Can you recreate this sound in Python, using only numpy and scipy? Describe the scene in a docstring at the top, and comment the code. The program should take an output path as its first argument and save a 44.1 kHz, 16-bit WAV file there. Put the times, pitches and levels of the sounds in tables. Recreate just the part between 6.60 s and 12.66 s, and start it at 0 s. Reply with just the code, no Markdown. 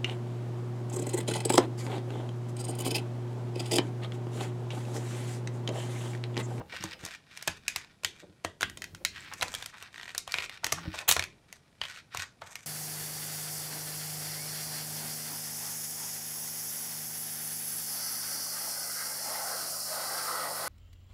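"""A small furnished room, one microphone close to a wooden table where a child works small plastic toys
out of a stiff clear packet. The hollow toys click against each other and knock on the wood. The film
buckles under the fingers, crinkling, and once gives way in a loud crunch. Hands scuff and bump the
table top, and an arm drags over it, skin sticking and slipping in a short low squeak.
Behind it all lie a short room tail and faint room tone."""
import sys
import numpy as np
from scipy import signal
from scipy.fft import rfft, irfft, next_fast_len
from scipy.io import wavfile
from scipy.ndimage import map_coordinates

SR = 44100
rng = np.random.default_rng(int(sys.argv[2]) if len(sys.argv) > 2 else 0)


def dump(signal):
    """Clip the signal to [-1, 1] and save it as 16-bit WAV at the path in sys.argv[1]."""
    limited = np.clip(np.atleast_2d(signal).T, -1, 1)
    pcm = np.round(limited * 32767).astype(np.int16)
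    wavfile.write(sys.argv[1], SR, pcm)


N = 267246

ROOM_TONE = [(25, -17), (50, -3.5), (90, 2.5), (150, 4), (300, -6.5), (800, -11), (2000, -22), (5000, -23),
             (10000, -26.5), (15500, -42.5)]  # spectrum of the still room: f/Hz, gain/dB
ROOM_DECAY = [(150, 0.99), (600, 0.21), (2000, 0.23), (5000, 0.25), (9000, 0.18), (15000, 0.11)]  # reverberation time: f/Hz, t60/s
ARM_SHIFTS = [(0.02, 0.55, -60), (0.894, 1.257, -70), (2.034, 2.414, -58), (2.41, 3.014, -58.5),
              (4.146, 4.39, -56)]  # arms shifting on the table: start/s, end/s, level/dB
TABLE_RUMBLE = [(25, -24), (55, -6), (86, 4), (120, -6.5), (175, -2), (240, -9), (360, -7.5), (600, -34)]  # the top under moving arms: f/Hz, gain/dB
ARM_DRAG = [(4.1, 135, -68), (4.125, 135, -48), (4.17, 163, -49), (4.21, 166, -48), (4.24, 167, -52),
            (4.27, 250, -80)]  # skin on varnish: t/s, slip rate/Hz, level/dB
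TABLE_MODES = [(91, -4, 0.2), (141.2, 7.5, 0.031), (184.2, 3, 0.13), (280, -1, 0.032), (320, 2.5, 0.16),
               (560, -2, 0.12)]  # low modes of the table top: f/Hz, gain/dB, t60/s
# low thuds of the table top under hands, toys and the pressed packet: t/s, peak/dB, contact time/ms
TABLE_BUMPS = [(.001, -33, 1.9), (0.203, -40, 3.4), (0.239, -29, 2.3), (0.434, -38, 2.9), (.877, -35.5, 3),
               (1.633, -44, 0.54), (1.692, -47, 2.1), (1.849, -35.5, 1.7), (2.334, -40.5, 5.5),
               (4.255, -35, 0.97), (4.276, -28.5, 3.6), (4.484, -38, 7), (4.582, -42, 11),
               (5.579, -40.5, 10.2)]
TABLE_SCUFFS = [(0, 0.022, -41, 613), (0.075, 0.534, -59.5, 520), (1.633, 1.653, -50.5, 400),
                (2.153, 2.457, -63, 404), (2.532, 2.68, -50.5, 1850), (2.688, 2.771, -48, 1230),
                (2.788, 3.04, -52, 890), (3.134, 3.28, -55, 1350), (3.668, 3.793, -55.5, 880),
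                (4.037, 4.317, -49, 1010), (4.342, 4.433, -48, 703), (4.455, 4.515, -38.5, 708),
                (5.543, 5.657, -53, 1230), (5.818, 5.923, -53, 964)]  # toys and hands sliding: start/s, end/s, level/dB, band centre/Hz

FINGER_STROKES = [(0.102, 0.344, -45, -58.5), (0.408, 0.562, -46.5, -56.5), (0.692, 0.984, -53, -63.5),
                  (1.046, 1.248, -55, -67), (1.312, 1.33, -57.5, -75), (1.553, 1.627, -57, -62.5),
                  (2.525, 2.748, -51, -62.5), (2.781, 3.108, -53.5, -55), (3.126, 3.285, -55.5, -65),
                  (3.33, 3.576, -56, -62), (3.692, 3.859, -45, -52.5), (3.887, 3.981, -51.5, -64.5),
                  (4.041, 4.22, -50.5, -58), (4.218, 4.351, -49, -70), (4.346, 4.426, -42, -50.5),
                  (4.893, 4.968, -63.5, -68), (5.156, 5.163, -70, -65), (5.214, 5.406, -49, -60),
                  (5.538, 5.643, -42, -51.5), (5.833, 6.045, -58, -58.5)]  # rubs along the packet, before trim: start/s, end/s, crinkle/dB, fizz/dB
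PLASTIC_BODY = [(1100, -4.5), (1450, 2.5), (2200, -6.5), (3500, -2), (5500, -6), (7500, -34.5)]  # body of the crinkle, also the grit of a click: f/Hz, gain/dB
PACKET_RESONANCES = [(1520, 56, -16), (1895, 66, 1), (2324, 250, 1), (3700, 180, -14)]  # peaks in the crinkle: f/Hz, width/Hz, relative gain/dB
PACKET_FIZZ = [(4500, -2), (6300, 11.5), (8500, 7), (10500, -7), (13000, -2.5), (15500, -26.5)]  # thin top of the crinkle: f/Hz, gain/dB
CRUNCH_FORCE = [(4.477, -61), (4.4795, -31.5), (4.485, -26), (4.499, -25), (4.508, -33.5), (4.513, -29.5),
                (4.525, -26.5), (4.532, -45), (4.56, -64)]  # the packet giving way: t/s, relative level/dB
CRUNCH_SPECTRUM = [(500, -5), (1000, -1.5), (2000, 2.5), (3300, 7.5), (5000, -7.5), (7000, 4.5),
                   (10000, 0.5), (13000, -1), (15500, -4)]  # crushed film: f/Hz, gain/dB
TAUT_RELEASE = (4.4835, 4.499, -21.5)  # the taut film lets go: start/s, end/s, treble level/dB

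GRAZE_SPECTRUM = [(700, 0), (2000, 1.5), (5000, -4.5), (9000, -8), (15000, -25)]  # plastic grazing plastic: f/Hz, gain/dB
TOY_SCRAPES = [(3.343, 3.507, -43.5, 1860), (3.803, 3.861, -38, 2500), (5.2367, 5.264, -36, 3200)]  # a toy catching along the packet: start/s, end/s, ring/dB, f/Hz
WOOD_MODES = [(458, -3, 0.011), (707.4, -0.5, 0.015), (1008, 1, 0.016), (1313, -5.5, 0.022)]  # a toy's foot on wood: f/Hz, gain/dB, t60/s
TOY_MODES = [(1653, -24.5, 0.024), (1884, -3.5, 0.034), (2530, -3, 0.025), (3130, 1, 0.011),
             (3733, -1, 0.0078), (4150, -2.5, 0.018)]  # a toy's hollow shell: f/Hz, gain/dB, t60/s
SNAP_SPECTRUM = [(2500, -28), (4800, -3.5), (6300, -0.5), (8200, -6), (10000, -8.5), (12000, -11),
                 (15500, -22)]  # crack of a hard edge: f/Hz, gain/dB
TOY_RADIATION = [(1300, -1.5), (1900, 9), (3300, 5.5), (4600, -8.5), (6000, -14.5), (9000, -36.5)]  # a toy's sound summed over all directions: f/Hz, gain/dB
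# toys set down or knocked together: t/s, knock before trim/dB, ring/dB, snap/dB, ring pitch/Hz
TOY_CONTACTS = [(0.2389, -36.5, -42, -34.5, 1570), (.451, -51, -51, -36, 1950),
                (.462, -46, -44.5, -43, 3730), (0.7737, -51.5, -41.5, -43.5, 2370),
                (0.8253, -51, -42, -40, 1730), (0.8757, -31, -29, -28, 2580),
                (0.8796, -29, -26, -33.5, 1700), (1.0808, -46, -25.5, -26.5, 2490),
                (1.1608, -37, -29.5, -29.5, 2090), (1.435, -43, -43, -46, 2600),
                (1.447, -37, -24, -26.5, 3120), (1.8479, -27, -31, -36, 1890),
                (2.009, -38.5, -31.5, -35, 1460), (2.0195, -42, -36, -39, 3660),
                (2.0297, -30.5, -22, -33.5, 1600), (2.098, -57, -44, -45.5, 1860),
                (2.1729, -51.5, -43, -43, 3630), (2.22, -49, -36, -40.5, 1920),
                (2.2416, -55, -36.5, -42, 1920), (2.3482, -60, -44.5, -47, 1470),
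                (2.4498, -43.5, -22.5, -25.5, 3900), (2.7364, -49, -43.5, -40, 2740),
                (2.8113, -42, -31.5, -42, 3860), (2.823, -33.5, -28.5, -35, 2530),
                (2.8276, -30.5, -26.5, -31, 2080), (2.8816, -42.5, -42, -44.5, 4300),
                (2.9403, -41, -36, -39, 3220), (2.9495, -45.5, -32.5, -36.5, 3360),
                (3.025, -45, -37, -45, 3560), (3.0604, -48.5, -40, -38, 3260),
                (3.2253, -48.5, -44.5, -46, 2760), (3.5486, -43.5, -35.5, -40.5, 1670),
                (3.5795, -45.5, -34, -26.5, 3760), (3.6768, -38, -41, -46, 3180),
                (3.7208, -64, -34, -37, 4500), (3.741, -35.5, -23.5, -38.5, 2450),
                (3.785, -38, -27, -43.5, 2420), (3.8953, -46, -38, -49, 2140),
                (4.0438, -32, -28, -27, 1870), (4.0663, -37.5, -32, -33, 1910),
                (4.1224, -33, -27.5, -29.5, 2000), (4.1252, -29.5, -30.5, -24.5, 1960),
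                (4.3888, -45.5, -32.5, -40.5, 2510), (4.4904, -29, -21, -19.5, 4090),
                (4.5126, -29, -22.5, -19.5, 3690), (4.523, -36, -35, -24.5, 2940),
                (4.5656, -26, -25.5, -34, 1310), (4.5942, -35, -24, -30.5, 2240),
                (4.6245, -44, -32.5, -43, 2440), (4.6389, -53, -34, -39, 2430),
                (4.9267, -53.5, -44, -44, 2060), (5.2149, -36, -27.5, -50, 3060),
                (5.5475, -33.5, -40, -40.5, 1350), (5.5721, -46, -34.5, -35, 2480),
                (5.8187, -38, -44.5, -58, 1310), (5.9554, -49, -37.5, -40, 2370)]


def amp(db):
    """Decibels to amplitude."""
    return 10 ** (np.asarray(db) / 20)


def unit(x):
    """x scaled to an rms of one."""
    return x / np.sqrt(np.mean(x ** 2) + 1e-20)


def unit_blow(x):
    """x scaled to the energy of 5 ms at an rms of one."""
    return x / np.sqrt(np.sum(x ** 2) / (SR * .005))


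def along(points, hz):
    """Interpolate (f/Hz, value) points on a log axis."""
    f, values = np.transpose(points)
    return np.interp(np.log(hz + 1), np.log(f + 1), values)


def curves(rows):
    """One value per sample for each column after the time."""
    times, *columns = np.transpose(rows)
    return [np.interp(np.arange(N) / SR, times, column) for column in columns]


def wobble(rate):
    """A smooth random curve, rate knots a second."""
    return map_coordinates(rng.standard_normal(int(N * rate / SR) + 4), [np.arange(N) * rate / SR])


def stroke(start, end, rise_s, fall_s):
    """A gesture swells around its start and lets go around its end."""
    t = np.arange(N) / SR
    edge = lambda u: np.sin(np.pi / 2 * np.clip(u + .5, 0, 1)) ** 2
    return edge((t - start) / rise_s) * edge((end - t) / fall_s)


def highpass(x, hz, order):
    """x with the lows rolled off below hz."""
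    return signal.sosfilt(signal.butter(order, hz, "high", fs=SR, output="sos"), x)


def filtered(x, response):
    """x times a complex response of frequency."""
    size = next_fast_len(N + SR // 2)
    return irfft(rfft(x, size) * response(np.fft.rfftfreq(size, 1 / SR)), size)[:N]


def coloured(x, spectrum, size=4096):
    """x through a causal filter shaped by (f/Hz, gain/dB) points, falling away below the first."""
    hz = np.fft.rfftfreq(size, 1 / SR)
    gain = amp(along(spectrum, hz)) * np.clip(hz / spectrum[0][0], 1e-2, 1) ** 2
    cepstrum = irfft(np.log(gain))
    fold = np.r_[1, np.full(size // 2 - 1, 2), 1, np.zeros(size // 2 - 1)]  # minimum phase
    impulse = irfft(np.exp(rfft(cepstrum * fold)))
    return signal.fftconvolve(x, impulse)[:len(x)]


def add(track, s, sound):
    """Mix a sound into the track at time s."""
    part = track[max(round(s * SR), 0):][:len(sound)]
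    part += sound[:len(part)]


def ringing(modes, t, scatter_db, detune):
    """Damped modes; each blow lands elsewhere, so strengths and pitches vary."""
    hz, db, t60 = np.transpose(modes)[:, :, None]
    size, shift, side = rng.standard_normal((3, len(modes), 1))
    envelopes = np.sign(side) * amp(db + scatter_db * size - 60 * t / t60)
    return np.sum(envelopes * np.sin(2 * np.pi * hz * (1 + detune * shift) * t), axis=0)


def crackle(rate, spread_db, hiss):
    """Tiny impulses of unequal size, rate a second, over a smooth sliding hiss."""
    fires = rng.random(N) < rate / SR
    sizes = amp(spread_db * np.clip(rng.standard_normal(N), -2, 2))
    signs = rng.choice([-1, 1], N)
    return unit(unit(fires * signs * sizes) + hiss * rng.standard_normal(N))


def room_tone(level_db=-64):
    """Faint, low, steady noise of the room."""
    return amp(level_db) * unit(coloured(rng.standard_normal(N), ROOM_TONE))


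def room(x, tail_db=-9.5, wall_db=-19, wall_s=.0105, build_s=.001, ripple_db=4, stretches=14):
    """A near wall's reflection and a diffuse tail that changes as the hands move about."""
    wet = np.zeros(N)
    for part in np.array_split(np.arange(N), stretches):
        start = part[0] / SR
        hz, t, noise = signal.stft(rng.standard_normal(SR // 2), SR, nperseg=512)
        # nearby things favour some pitches
        colour_db = ripple_db * np.clip(rng.standard_normal((len(hz), 1)), -2, 2)
        decay_db = 60 * t / along(ROOM_DECAY, hz)[:, None]
        tail = signal.istft(noise * amp(colour_db - decay_db), SR, nperseg=512)[1]
        tail *= 1 - np.exp(-np.arange(len(tail)) / SR / build_s)
        add(wet, start, amp(tail_db) * signal.fftconvolve(x[part], tail / np.linalg.norm(tail)))
        add(wet, start + wall_s * rng.uniform(.75, 1.1), amp(wall_db) * x[part])
    return wet


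def arm_rumble():
    """The table top rumbles while arms shift on it."""
    weight = sum(amp(db) * stroke(start, end, rise_s=.085, fall_s=.11) for start, end, db in ARM_SHIFTS)
    return weight * unit(coloured(rng.standard_normal(N), TABLE_RUMBLE))


def arm_squeak(overtone_db=-11, jitter=.036):
    """Skin sticks and slips on the varnish at a slightly uneven rate."""
    slip_hz, db = curves(ARM_DRAG)
    t = np.arange(N) / SR
    phase = 2 * np.pi * np.cumsum(slip_hz * (1 + jitter * wobble(87))) / SR
    touching = (t > ARM_DRAG[0][0]) & (t < ARM_DRAG[-1][0])
    return touching * amp(db) * unit(np.sin(phase) + amp(overtone_db) * np.sin(2 * phase))


def table_thuds(lowest_hz=55, flex=.64, toy_gain_db=-12.5, toy_contact_ms=9):
    """Hands, toys and packet thud the top; a longer, softer contact reaches only its lowest modes."""
    track, t = np.zeros(N), np.arange(SR // 3) / SR
    toy_bumps = [(s, knock + toy_gain_db, toy_contact_ms) for s, knock, *_ in TOY_CONTACTS]
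    for s, peak_db, contact_ms in TABLE_BUMPS + toy_bumps:
        push = np.sin(np.pi * np.minimum(1000 * t / contact_ms, 1)) ** 2
        modes = ringing(TABLE_MODES, t, scatter_db=1.5, detune=.015)
        ring = signal.fftconvolve(modes, push)[:len(t)]
        motion = ring / np.abs(ring).max() + flex * push  # the top also gives as a whole
        thud = highpass(motion, lowest_hz, order=3)  # it radiates no deep bass
        add(track, s, amp(peak_db) * thud / np.abs(thud).max())
    return track


def table_scuffs(width_octaves=1.34):
    """Grainy friction on the table top, in a band set by what is sliding."""
    track, half_band = np.zeros(N), 2 ** (width_octaves / 2)
    grains = unit(crackle(rate=500, spread_db=6.5, hiss=.66) * amp(7.7 * wobble(50)))
    for start, end, db, hz in TABLE_SCUFFS:
        band = signal.butter(2, [hz / half_band, hz * half_band], "band", fs=SR, output="sos")
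        press = stroke(start, end, rise_s=.019, fall_s=.052)
        slide = press * signal.sosfilt(band, grains)
        track += amp(db) * slide * np.linalg.norm(press) / np.linalg.norm(slide)
    return track


def packet_crinkle(trim_db=-1, resonance_db=9, resting_db=-73, shifting_db=2.5):
    """Each stroke sets off small buckles that sound the packet's resonances and a thin fizz above."""
    body_level, fizz_level = amp(resting_db), 0
    for start, end, crinkle_db, fizz_db in FINGER_STROKES:
        press = stroke(start, end, rise_s=.076, fall_s=.012)
        body_level = body_level + amp(crinkle_db + trim_db) * press
        fizz_level = fizz_level + amp(fizz_db + trim_db) * press
    buckles = crackle(rate=380, spread_db=5, hiss=.65)
    buckles = unit(buckles * amp(2.7 * wobble(70)))  # they come in clumps
    body = film = coloured(buckles, PLASTIC_BODY)
    for hz, width, db in PACKET_RESONANCES:
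        ring = filtered(film, lambda f: 1j * f * width / (hz * hz - f * f + 1j * f * width))
        # fingers damp one resonance and free another as they move
        body = body + amp(resonance_db + db + shifting_db * wobble(12)) * ring
    fizz = coloured(buckles, PACKET_FIZZ) * amp(3 * wobble(40))
    return body_level * unit(body) + fizz_level * unit(fizz)


def packet_crunch(gain_db=2.5, taut_hz=8800):
    """The packet gives way in a dense burst of buckles, brightest at first while the film is taut."""
    force_db, = curves(CRUNCH_FORCE)
    start, end, treble_db = TAUT_RELEASE
    t = np.arange(N) / SR
    pressed = (t > CRUNCH_FORCE[0][0]) & (t < CRUNCH_FORCE[-1][0])
    buckles = crackle(rate=3500, spread_db=1, hiss=1)
    taut = unit(highpass(buckles, taut_hz, order=3))
    crumple = pressed * amp(force_db + gain_db) * unit(coloured(buckles, CRUNCH_SPECTRUM))
    return crumple + amp(treble_db) * stroke(start, end, rise_s=.004, fall_s=.006) * taut


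def toy_grazes(gain_db=-11, length_s=.008, rise_db=19.5):
    """Surfaces rub just before they meet: a short gritty swell leads into each listed knock."""
    level = np.zeros(N)
    swell_db = np.linspace(-rise_db, 0, round(length_s * SR))
    for s, knock, *_ in TOY_CONTACTS:
        add(level, s - length_s, amp(knock + gain_db + swell_db))
    return level * unit(coloured(crackle(rate=1500, spread_db=11.5, hiss=.7), GRAZE_SPECTRUM))


def toy_slips(gap_s=.017, gap_spread=.3, spread_db=2, knock_gain_db=-11, snap_gain_db=-17, most=16):
    """A scraping toy catches and lets go at an uneven rate; one light contact row for each slip."""
    rows = []
    for start, end, db, hz in TOY_SCRAPES:
        stretch, size = rng.standard_normal((2, most))
        gaps = gap_s * np.exp(gap_spread * stretch)
        times = start + np.cumsum(gaps) - gaps[0]
        for s, ring in zip(times, db + spread_db * size):
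            if s < end:
                rows.append((s, ring + knock_gain_db, ring, ring + snap_gain_db, hz))
    return rows


def toy_ticks(gap_s=.045, ring_hz=2388, pitch_spread=.62, spread_db=.5, most=16):
    """Contact rows for loose toys touching at random in the packet, louder under a firmer stroke."""
    rows = []
    for start, end, crinkle_db, fizz_db in FINGER_STROKES:
        levels_db = np.array([crinkle_db - 10, crinkle_db + .5, fizz_db + 1.5])  # knock, ring, snap
        times = start + gap_s * np.cumsum(rng.gamma(2, 1 / 2, most))
        scatter = np.clip(rng.standard_normal((most, 2)), -2, 2)
        for s, (size, shift) in zip(times, scatter):
            if s < end:
                rows.append((s, *(levels_db + spread_db * size), ring_hz * np.exp(pitch_spread * shift)))
    return rows


def toy_clicks(contacts, knock_trim_db=-1, rise_s=.00015):
    """Each contact knocks wood, rings a hollow toy and cracks at its edge: (direct, into the room)."""
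    direct, around, t = np.zeros(N), np.zeros(N), np.arange(SR // 20) / SR
    decay = lambda t60_s: amp(-60 * t / t60_s)
    rise = 1 - np.exp(-t / rise_s)
    impulse = signal.unit_impulse(len(t))
    # summed over all directions, the narrow peaks of the toy even out
    diffuse_shell = unit_blow(coloured(impulse, TOY_RADIATION))
    diffuse_snap = unit_blow(coloured(impulse, SNAP_SPECTRUM))
    for s, knock_db, ring_db, snap_db, hz in contacts:
        grit_noise, snap_noise = rng.standard_normal((2, len(t)))
        knock = rise * ringing(WOOD_MODES, t, scatter_db=2, detune=.05)
        wood = unit_blow(highpass(knock, hz=380, order=2))  # too light to drive the table deeply
        tone = np.sin(2 * np.pi * hz * t)
        main_mode = unit_blow(decay(.0099) * tone)
        shell = unit_blow(ringing(TOY_MODES, t, scatter_db=0, detune=.077))
        grit = unit_blow(coloured(grit_noise * decay(.022), PLASTIC_BODY))  # crowded, damped modes
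        ring = rise * (1.5 * main_mode + shell + .68 * grit)
        toy = unit_blow(highpass(ring, hz=1200, order=2))  # a small toy radiates little bass
        snap = unit_blow(coloured(snap_noise * rise * decay(.011), SNAP_SPECTRUM))
        gains = amp([knock_db + knock_trim_db, ring_db, snap_db])
        add(direct, s, gains @ [wood, toy, snap])
        cavity = unit_blow(decay(.0088) * tone)  # the hollow itself rings on a little
        diffuse_toy = unit_blow(diffuse_shell + .97 * cavity)
        add(around, s, gains @ [wood, diffuse_toy, .89 * diffuse_snap])
    return direct, around


def scene():
    """At the microphone: close clicks and rustle with their room, the table's low sounds, room tone."""
    clicks, clicks_around = toy_clicks(TOY_CONTACTS + toy_slips() + toy_ticks())
    rustle = packet_crinkle() + packet_crunch() + table_scuffs() + toy_grazes()
    background = room_tone()
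    reflections = room(clicks_around + rustle)
    table = table_thuds() + arm_rumble() + arm_squeak()
    return (background + reflections + table + rustle + clicks)[None]


def record(dry):
    """One microphone channel, cut off steeply at the top of its band."""
    top_hz = 15700
    return filtered(dry[0], lambda hz: 1 / np.sqrt(1 + (hz / top_hz) ** 160))[None]


dry = scene()
out = record(dry)
dump(out)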